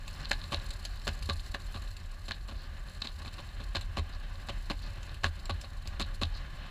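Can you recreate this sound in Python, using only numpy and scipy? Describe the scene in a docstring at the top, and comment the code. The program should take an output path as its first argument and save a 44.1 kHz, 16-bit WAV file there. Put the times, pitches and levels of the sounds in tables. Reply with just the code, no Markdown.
"""Wheels hum and hiss over a gritty concrete sidewalk: a longboard, heard from a camera the rider carries.
Leaves snap, bearings sizzle, trucks clack and the deck knocks; slab joints bump front pair, then rear.
Contacts are noise bursts and the roll is steady noise, coloured by resonances of board and camera case.
Shaking adds a low rumble and short jolts; faint echoes and a distant street wash surround the board."""
import sys
import numpy as np
from scipy import signal
from scipy.fft import rfft, irfft
from scipy.io import wavfile
from scipy.ndimage import uniform_filter1d

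SR = 44100
rng = np.random.default_rng(int(sys.argv[2]) if len(sys.argv) > 2 else 0)


def dump_mix(stems):
    """Bounce the given channels to the path in sys.argv[1] as a 16-bit WAV at rate SR."""
    frames = np.atleast_2d(stems).T  # one column per channel
    limited = np.clip(frames, -1, 1)  # hard clip at full scale
    pcm = np.round(limited * 32767).astype(np.int16)
    wavfile.write(sys.argv[1], SR, pcm)


N = 295470

# resonances of the board and camera case, which colour every contact: pitch_hz, width_hz, level_db
BODY_RESONANCES = [(130, 160, -2.5), (251, 190, -2), (381, 77, -0.5), (566.4, 76, 4.5), (705, 255, 0.5),
                   (843, 124, -2.5), (1072, 140, 2), (1173, 117, 0.5), (1448, 170, -4), (1662, 243, 0.5),
                   (1900, 220, -6.5), (2090, 177, -5.5), (2366, 270, -5.5), (2613, 175, -1.5),
                   (2882, 170, -1.5), (3100, 162, -0.5), (3560, 260, 1), (3844, 197, 4), (4208, 266, 6.5),
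                   (4595, 740, -4), (5120, 1170, -14.5), (6500, 760, -18), (7454, 560, -13.5),
                   (8570, 2900, -24), (10390, 590, -19), (11500, 1200, -27), (13700, 2800, -30)]
# ground under the wheels, before the layer trims:
# start_s, wheel hum level_db, grit fizz level_db, crackle over fizz level_db
GROUND = [(0, -55.5, -59, 2), (.47, -53, -51, -8.5), (.85, -55, -57, -6.5), (1.32, -55.5, -55, -0.5),
          (1.65, -55, -57.5, -1.5), (1.95, -58, -60, -0.5), (2.7, -57.5, -65, -4),
          (3.05, -56.5, -58.5, -2.5), (4.1, -55, -65.5, -9), (4.7, -54.5, -58, -9), (5.9, -56, -63.5, -12),
          (6.7, -53.5, -68, -5)]
# slab joints and rough patches, before the axle offsets: start_s, rear lag_s, front level_db, front length_s,
# rear level_db, rear length_s, brightness_db_per_octave, deck boom_db, camera jolt_db
SLAB_JOINTS = [(0.31, .208, -31, 0.0076, -35, 0.0305, -0.4, -0.5, -34.5),
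               (1.068, 0.22, -34.5, 0.025, -35, 0.02, -1.7, -3, -31.5),
               (1.54, 0.2, -40, 0.018, -44, 0.035, -0.2, 3.5, -41.5),
               (2.281, .2, -42, 0.014, -47, 0.023, 0.9, 4, -43),
               (2.3, 0.21, -49, 0.017, -47.5, 0.019, -1.7, 3, -48),
               (3.017, 0.2, -40.5, 0.0069, -47, 0.0083, 1.5, 6, -54),
               (3.045, 0.2, -41.5, 0.015, -47.5, 0.04, .5, 7, -47.5),
               (3.38, 0.22, -46, 0.024, -46, 0.02, -0.8, 4.5, -45),
               (3.747, 0.22, -36, 0.027, -35.5, 0.031, -0.9, -1, -29),
               (4.485, .213, -37.5, 0.0208, -33, 0.0212, -0.9, 1, -47),
               (5.234, 0.26, -35, 0.0064, -34, 0.015, -1.6, -6, -35),
               (5.245, .258, -36.5, 0.026, -49, 0.0091, -0.9, 3, -30),
               (5.635, 0.22, -48, 0.023, -51, 0.022, -1, 0, -50),
               (5.995, .217, -34.5, 0.0266, -33.5, .024, 0.5, 7.5, -34)]
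# knocks of the deck, before a shared gain: start_s, level_db, brightness_db_per_octave
DECK_KNOCKS = [(0.3138, -16, .5), (1.077, -23, 3), (1.298, -29, -1.5), (1.5456, -24.5, -1.5),
               (2.309, -25, -.5), (3.756, -29.5, -4.5), (5.242, -14.5, -1.5)]
# hard clacks of loose truck hardware, before a shared gain: start_s, level_db
TRUCK_CLACKS = [(.2543, -26), (0.3152, -26), (0.33, -22.5), (.414, -31), (0.4392, -31), (0.5439, -18.5),
                (1.2966, -18), (2.3173, -21.5), (3.019, -18), (3.0711, -23), (3.2773, -31), (3.755, -18),
                (3.7673, -21.5), (5.5088, -27), (6.0235, -21.5), (6.2334, -16)]
# big dry leaves snapping, before a shared gain: start_s, level_db
BIG_LEAVES = [(0.0778, -29.5), (0.7047, -26), (0.8501, -22), (1.2238, -28.5), (1.819, -36), (1.9659, -33.5),
              (3.338, -33.5), (3.8096, -28.5), (5.029, -35), (5.1427, -34), (5.4544, -30), (5.612, -31),
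              (5.873, -29)]
# brief sizzles of the bearings, before the flutter: start_s, level_db, length_s
BEARING_SIZZLES = [(0.239, -52, 0.025), (0.898, -60.5, 0.099), (2.534, -61, .16), (4.12, -56, 0.041),
                   (4.817, -53, 0.065), (5.39, -53, 0.012), (6.333, -52, 0.062)]
# relative spectra of the forces that drive the body: pitch_hz, level_db
HUM_FORCE = [(60, -10.5), (130, 16), (220, 5), (400, -1.5), (700, -3), (1500, 4), (2500, 2), (4200, -11),
             (6000, -7), (15000, -25)]
GRIT_FORCE = [(100, -72), (1000, -35), (2500, -12.5), (4500, 4), (7000, 12.5), (15000, 14)]
SCUFF_FORCE = [(50, -11), (130, 6.5), (300, 3), (600, -0.5), (1100, 2.5), (1700, 0), (2800, 3), (4000, -3),
               (6500, 2), (15000, -3)]
KNOCK_FORCE = [(100, 4), (500, -9), (1100, 5.5), (1650, 4), (2600, 4.5), (4200, -6.5), (6800, 7),
               (9000, -7.5), (15000, 0)]
CLACK_FORCE = [(100, -14), (1000, -9), (2000, -4), (3000, 2.5), (3800, 5.5), (4600, 2.5), (6500, 0),
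               (15000, -13)]
SNAP_FORCE = [(100, -18), (1500, -13.5), (2600, -1), (3800, -8), (5200, 0.5), (8000, 6.5), (11000, 3.5),
              (15000, 5)]
# relative spectrum of the distant street wash: pitch_hz, level_db
AIR_SPECTRUM = [(100, -44.5), (300, -68), (1000, -62), (3000, -85), (6000, -68), (15000, -75.5)]
# strength of the camera rumble on uneven slabs, before the layer trims: start_s, level_db
RUMBLE_LEVEL = [(0, -41.5), (1, -39), (1.2, -34.5), (1.5, -40), (2.3, -42), (3.4, -41), (3.8, -38),
                (4.4, -40.5), (4.7, -38.5), (5.1, -41.5), (5.3, -38), (6.3, -38.5), (6.55, -41.5)]
# axle offsets: brightness_db_per_octave, nose_over_tail_db, deck boom_db, camera jolt_db
FRONT_AXLE, REAR_AXLE = (.5, -0.5, 0, -3), (-0.2, -3.9, 2.1, 1.6)

EDGE_HZ = 15500  # upper limit of the camera
NOSE_HZ, TAIL_HZ, END_WIDTH_HZ = 1720, 1160, 120  # the two ends of the deck ring here
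BOOM_HZ, BOOM_WIDTH_HZ = 242, 105  # the whole deck flexes here
HUM_BAND_HZ, FIZZ_BAND_HZ = (500, 2500), (5500, 13000)  # bands in which the layers are levelled
TIME = np.arange(N) / SR
HZ = np.fft.rfftfreq(4096, 1 / SR)


def amp(db):
    """Decibels as an amplitude gain."""
    return 10 ** (np.asarray(db) / 20)


def evened(x):
    """Scale a sound to rms 1."""
    return x / np.sqrt(np.mean(x ** 2) + 1e-20)


def read(points, hz):
    """A spectrum in dB, joined by straight lines over log frequency."""
    point_hz, db = np.transpose(points)
    return np.interp(np.log(hz + 1), np.log(point_hz), db)


def level(table, column):
    """One dB column of a timed table, as a gain for every sample."""
    rows = np.array(table)
    return amp(np.interp(TIME, rows[:, 0], rows[:, column]))


def add(mix, start_s, sound):
    """Lay a sound into the mix in place, cut off at the end."""
    part = mix[max(round(start_s * SR), 0):][:len(sound)]
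    part += sound[:len(part)]


def noise(gain):
    """Noise of rms 1 whose spectrum follows gain(Hz)."""
    spectrum = rfft(rng.standard_normal(N))
    return evened(irfft(spectrum * gain(np.fft.rfftfreq(N, 1 / SR)), N))


def wander(rate_hz):
    """A random curve of rms 1, with little movement faster than rate_hz."""
    return noise(lambda f: 1 / (1 + (f / rate_hz) ** 4))


def band_rms(x, band_hz):
    """Loudness of a sound inside one band."""
    bandpass = signal.butter(2, band_hz, "bandpass", fs=SR, output="sos")
    return np.std(signal.sosfilt(bandpass, x))


def varied(force, colour_db):
    """No two contacts are alike: the same force spectrum with a few chance peaks and dips."""
    bands_hz = np.geomspace(100, 15000, 36)
    return np.c_[bands_hz, read(force, bands_hz) + colour_db * rng.standard_normal(len(bands_hz))]


def ring(force, tilt=0, nose_db=0, boom_db=0):
    """Causal response of the body to one tap with the given force spectrum; energy 1."""
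    def peak(hz, width_hz):
        return 1 / (1 + ((HZ - hz) / width_hz) ** 2)
    power = sum(amp(db) ** 2 * peak(hz, width_hz) ** 4 for hz, width_hz, db in BODY_RESONANCES)
    # below zero, nose_db makes the tail ring more
    ends = nose_db * (peak(NOSE_HZ, END_WIDTH_HZ) - peak(TAIL_HZ, END_WIDTH_HZ))
    boom = boom_db * peak(BOOM_HZ, BOOM_WIDTH_HZ)
    brightness = tilt * np.log2(np.maximum(HZ, 200))
    gain = np.sqrt(power + 1e-6) * amp(read(force, HZ) + ends + boom + brightness)
    # minimum phase: the sound starts at once and dies away
    log_gain = np.log(np.r_[gain, gain[-2:0:-1]] + 1e-9)
    tap = np.fft.ifft(np.exp(np.conj(signal.hilbert(log_gain)))).real
    return tap / np.linalg.norm(tap)


def chatter(shape, count=4):
    """A cluster of tiny blows under an envelope, with no pitch of its own; energy 1."""
    blows = shape * rng.standard_normal(len(shape))
    for _ in range(count):  # even out the spectrum, then restore the envelope
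        spectrum = rfft(blows)
        blows = irfft(spectrum / (abs(spectrum) + 1e-12), len(shape))
        blows = blows * shape / np.sqrt(abs(uniform_filter1d(blows ** 2, size=48)) + 1e-12)
    return blows / np.linalg.norm(blows)


def strike(tap, swell_s, trail, trail_s):
    """One blow swells over swell_s, then the touching parts chatter on and ring the body; energy 1."""
    t = np.arange(SR // 20) / SR
    blow = (t / swell_s) ** 2 * np.exp(2 - 2 * t / swell_s)
    after = trail * np.minimum(t / swell_s, 1) * np.exp(-t / trail_s)
    sound = signal.fftconvolve(chatter(blow + after), tap)
    return sound / np.linalg.norm(sound)


def scattered(per_s, over_db, spread_db):
    """Small events at random moments, louder where the grit fizzes more: (start_s, level_db)."""
    ground = np.array(GROUND)
    chance = rng.random((int(per_s * N / SR), 2))
    times = (np.arange(len(chance)) + chance[:, 0]) / per_s
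    fizz_db = np.interp(times, ground[:, 0], ground[:, 2])
    return list(zip(times, fizz_db + over_db - spread_db * chance[:, 1]))


def crossings():
    """Each joint met by both axles: start_s, level_db, length_s, brightness, nose_db, boom_db, jolt_db."""
    for start_s, lag_s, front_db, front_s, rear_db, rear_s, tilt, boom_db, jolt_db in SLAB_JOINTS:
        front = start_s, front_db, front_s, FRONT_AXLE
        rear = start_s + lag_s, rear_db, rear_s, REAR_AXLE
        for at_s, db, length_s, axle in (front, rear):
            yield at_s, db, length_s, tilt + axle[0], axle[1], boom_db + axle[2], jolt_db + axle[3]


def rolling(rough_db=1.5, waver_db=3.0, fizz_db=-7, surge_db=5.0):
    """Rough concrete drives the wheels: a hum and a hiss, each with its own colour and swells."""
    hum = np.zeros(N)
    for tilt in np.linspace(-1, 1, 4):  # four textures from dull to bright, swelling separately
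        texture = rng.standard_normal(N) * amp(rough_db * wander(45) + waver_db * wander(7.6))
        hum += signal.oaconvolve(texture, ring(varied(HUM_FORCE, colour_db=2.0), tilt))[:N]
    hum *= level(GROUND, column=1) / band_rms(hum, HUM_BAND_HZ)
    surging = rng.standard_normal(N) * amp(surge_db * wander(53))
    fizz = signal.oaconvolve(surging, ring(GRIT_FORCE))[:N]
    fizz *= level(GROUND, column=2) / band_rms(fizz, FIZZ_BAND_HZ)
    return hum + amp(fizz_db) * fizz


def grit(grains_per_s=170, spread_db=5.5, crush_s=0.0013, tilt_spread=4.8, clump_db=4, gain_db=-8):
    """Grains of sand and bits of leaf are crushed in clumps, each kind with its own colour."""
    out, t, kinds = np.zeros(N), np.arange(SR // 80) / SR, range(24)
    density = grains_per_s * amp(clump_db * wander(22))
    for _ in kinds:
        hit = rng.random(N) < density / len(kinds) / SR
        sizes = amp(spread_db * np.minimum(rng.exponential(1, N), 3))
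        crush = rng.standard_normal(len(t)) * np.sqrt(t / crush_s) * np.exp(-t / crush_s)
        tilt = tilt_spread * rng.uniform(-0.14, 1)
        grain = signal.fftconvolve(evened(crush), ring(varied(GRIT_FORCE, colour_db=6.5), tilt))
        out += signal.oaconvolve(hit * sizes, grain)[:N]
    out /= band_rms(out, FIZZ_BAND_HZ)
    return amp(gain_db) * level(GROUND, column=2) * level(GROUND, column=3) * out


def rumble(sway_hz=35.4, sway_width_hz=17, judder_hz=80, judder_width_hz=26, sway_db=-1, judder_db=-9,
           lurch_db=3.0, lumps_db=5.5):
    """Two low resonances of the camera mount, kept going in lumps by the uneven ground."""
    def shaken(hz, width_hz):
        swing = signal.hilbert(noise(lambda f: f / (f + hz) / (1 + ((f - hz) / width_hz) ** 2) ** 2))
        return evened(swing.real / np.sqrt(abs(swing) + 1.6))  # large swings are damped most
    sway = amp(sway_db + lurch_db * np.tanh(wander(11.6))) * shaken(sway_hz, sway_width_hz)
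    judder = amp(judder_db + lumps_db * np.tanh(wander(14.5))) * shaken(judder_hz, judder_width_hz)
    return (sway + judder) * level(RUMBLE_LEVEL, column=1)


def distant_street(level_db=-64.0):
    """Distant street wash: steady noise with a fixed spectrum."""
    return amp(level_db) * noise(lambda f: amp(read(AIR_SPECTRUM, f)))


def leaves(swell_s=0.0017, trail=3.4, crumble_s=0.0075, colour_db=4.0, gain_db=10.5):
    """Dry leaves snap and crumble, each coloured by chance; small ones are scattered among the big."""
    out = np.zeros(N)
    for start_s, db in BIG_LEAVES + scattered(per_s=1.6, over_db=19, spread_db=21):
        snap = strike(ring(varied(SNAP_FORCE, colour_db)), swell_s, trail, crumble_s)
        add(out, start_s, amp(db + gain_db) * snap)
    return out


def bearings(centre_hz=4280, width_hz=600, flutter_db=3):
    """Short, fluttering spells of metallic sizzle: noise around one pitch."""
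    out = np.zeros(N)
    for start_s, db, length_s in BEARING_SIZZLES:
        count = int(length_s * SR)
        hiss = noise(lambda f: 1 / (1 + ((f - centre_hz) / width_hz) ** 2))[:count]
        add(out, start_s, amp(db) * hiss * signal.windows.tukey(count, .5))
    return out * amp(flutter_db * wander(180))


def clacks(swell_s=0.00122, gain_db=11.0, rebound_s=0.013, rebound_db=-16):
    """Bright metal clacks of the trucks: each hard one rebounds once, and light rattles fall in between."""
    out, tap = np.zeros(N), ring(CLACK_FORCE)
    rebounds = [(start_s + rebound_s * rng.uniform(0.6, 2), db + rebound_db) for start_s, db in TRUCK_CLACKS]
    rattles = scattered(per_s=2.2, over_db=24, spread_db=6)
    for start_s, db in TRUCK_CLACKS + rebounds + rattles:
        clack = strike(tap, swell_s, trail=.35, trail_s=.0045)
        add(out, start_s, amp(db + gain_db) * clack)
    return out


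def joints(rise_s=0.0021, fall_s=0.0011, sag_db=4, blow_s=0.0016, scuff=0.45, colour_db=2.0):
    """Left and right wheel each hit both edges of the gap, scuffing in between."""
    out, t = np.zeros(N), np.arange(SR // 12) / SR
    for start_s, db, length_s, tilt, nose_db, boom_db, _ in crossings():
        contact = np.minimum(t / rise_s, 1) * np.exp(-np.maximum(t - length_s, 0) / fall_s)
        moments = length_s * (np.arange(4) + rng.uniform(.45, .8, 4)) / 4
        blows = sum(np.exp(-((t - moment) / blow_s) ** 2) for moment in moments)
        shape = (blows + scuff * contact) * amp(-sag_db * t / length_s)
        tap = ring(varied(SCUFF_FORCE, colour_db), tilt, nose_db, boom_db)
        bump = signal.fftconvolve(chatter(shape, count=1), tap)
        bump *= np.sqrt(length_s * SR) / np.linalg.norm(bump)  # longer bumps carry more energy
        add(out, start_s, amp(db) * bump)
    return out


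def knocks(swell_s=0.0012, trail=0.33, trail_s=0.0062, gain_db=16):
    """The deck's hard, woody knock: a short blow that rings the nose and little of the boom."""
    out = np.zeros(N)
    for start_s, db, tilt in DECK_KNOCKS:
        tap = ring(varied(KNOCK_FORCE, colour_db=1.5), tilt, nose_db=7, boom_db=-10)
        add(out, start_s, amp(db + gain_db) * strike(tap, swell_s, trail, trail_s))
    return out


def jolts(hz=79, spread_hz=4, delay_s=.012, swell_s=0.021):
    """Each bump passes through the rider to the camera, and the mount swings for a few cycles."""
    out, t = np.zeros(N), np.arange(SR // 4) / SR
    for start_s, *_, jolt_db in crossings():
        swing = np.sin(2 * np.pi * (hz + spread_hz * rng.uniform(-0.87, 1)) * t)
        swell = t / swell_s * np.exp(1 - t / swell_s)
        add(out, start_s + delay_s, amp(jolt_db) * swell * swing)
    return out


def street_echoes(x, t60_s=0.083, wet_db=-14, dull_hz=4500):
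    """Add faint scattered echoes from the ground, the rider and the hedges."""
    t = np.arange(SR // 2) / SR
    sparse = rng.standard_normal(len(t)) * (rng.random(len(t)) < .06)
    tail = sparse * amp(-60 * t / t60_s) * (t > .005)
    tail = signal.lfilter([1], [1, -np.exp(-2 * np.pi * dull_hz / SR)], tail)  # soften the treble
    return x + amp(wet_db) * signal.oaconvolve(x, tail / np.linalg.norm(tail))[:N]


def scene():
    """Board, mount and street at one microphone."""
    contacts = grit() + leaves() + bearings() + clacks() + joints() + knocks()
    board = street_echoes(contacts)
    return (board + rolling() + rumble() + distant_street() + jolts())[None]


def record(dry):
    """The camera's band limit: a steep low-pass."""
    lowpass = signal.firwin(401, EDGE_HZ, window=("kaiser", 8), fs=SR)
    return signal.oaconvolve(dry, lowpass[None], "same")


dry = scene()
out = record(dry)
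dump_mix(out)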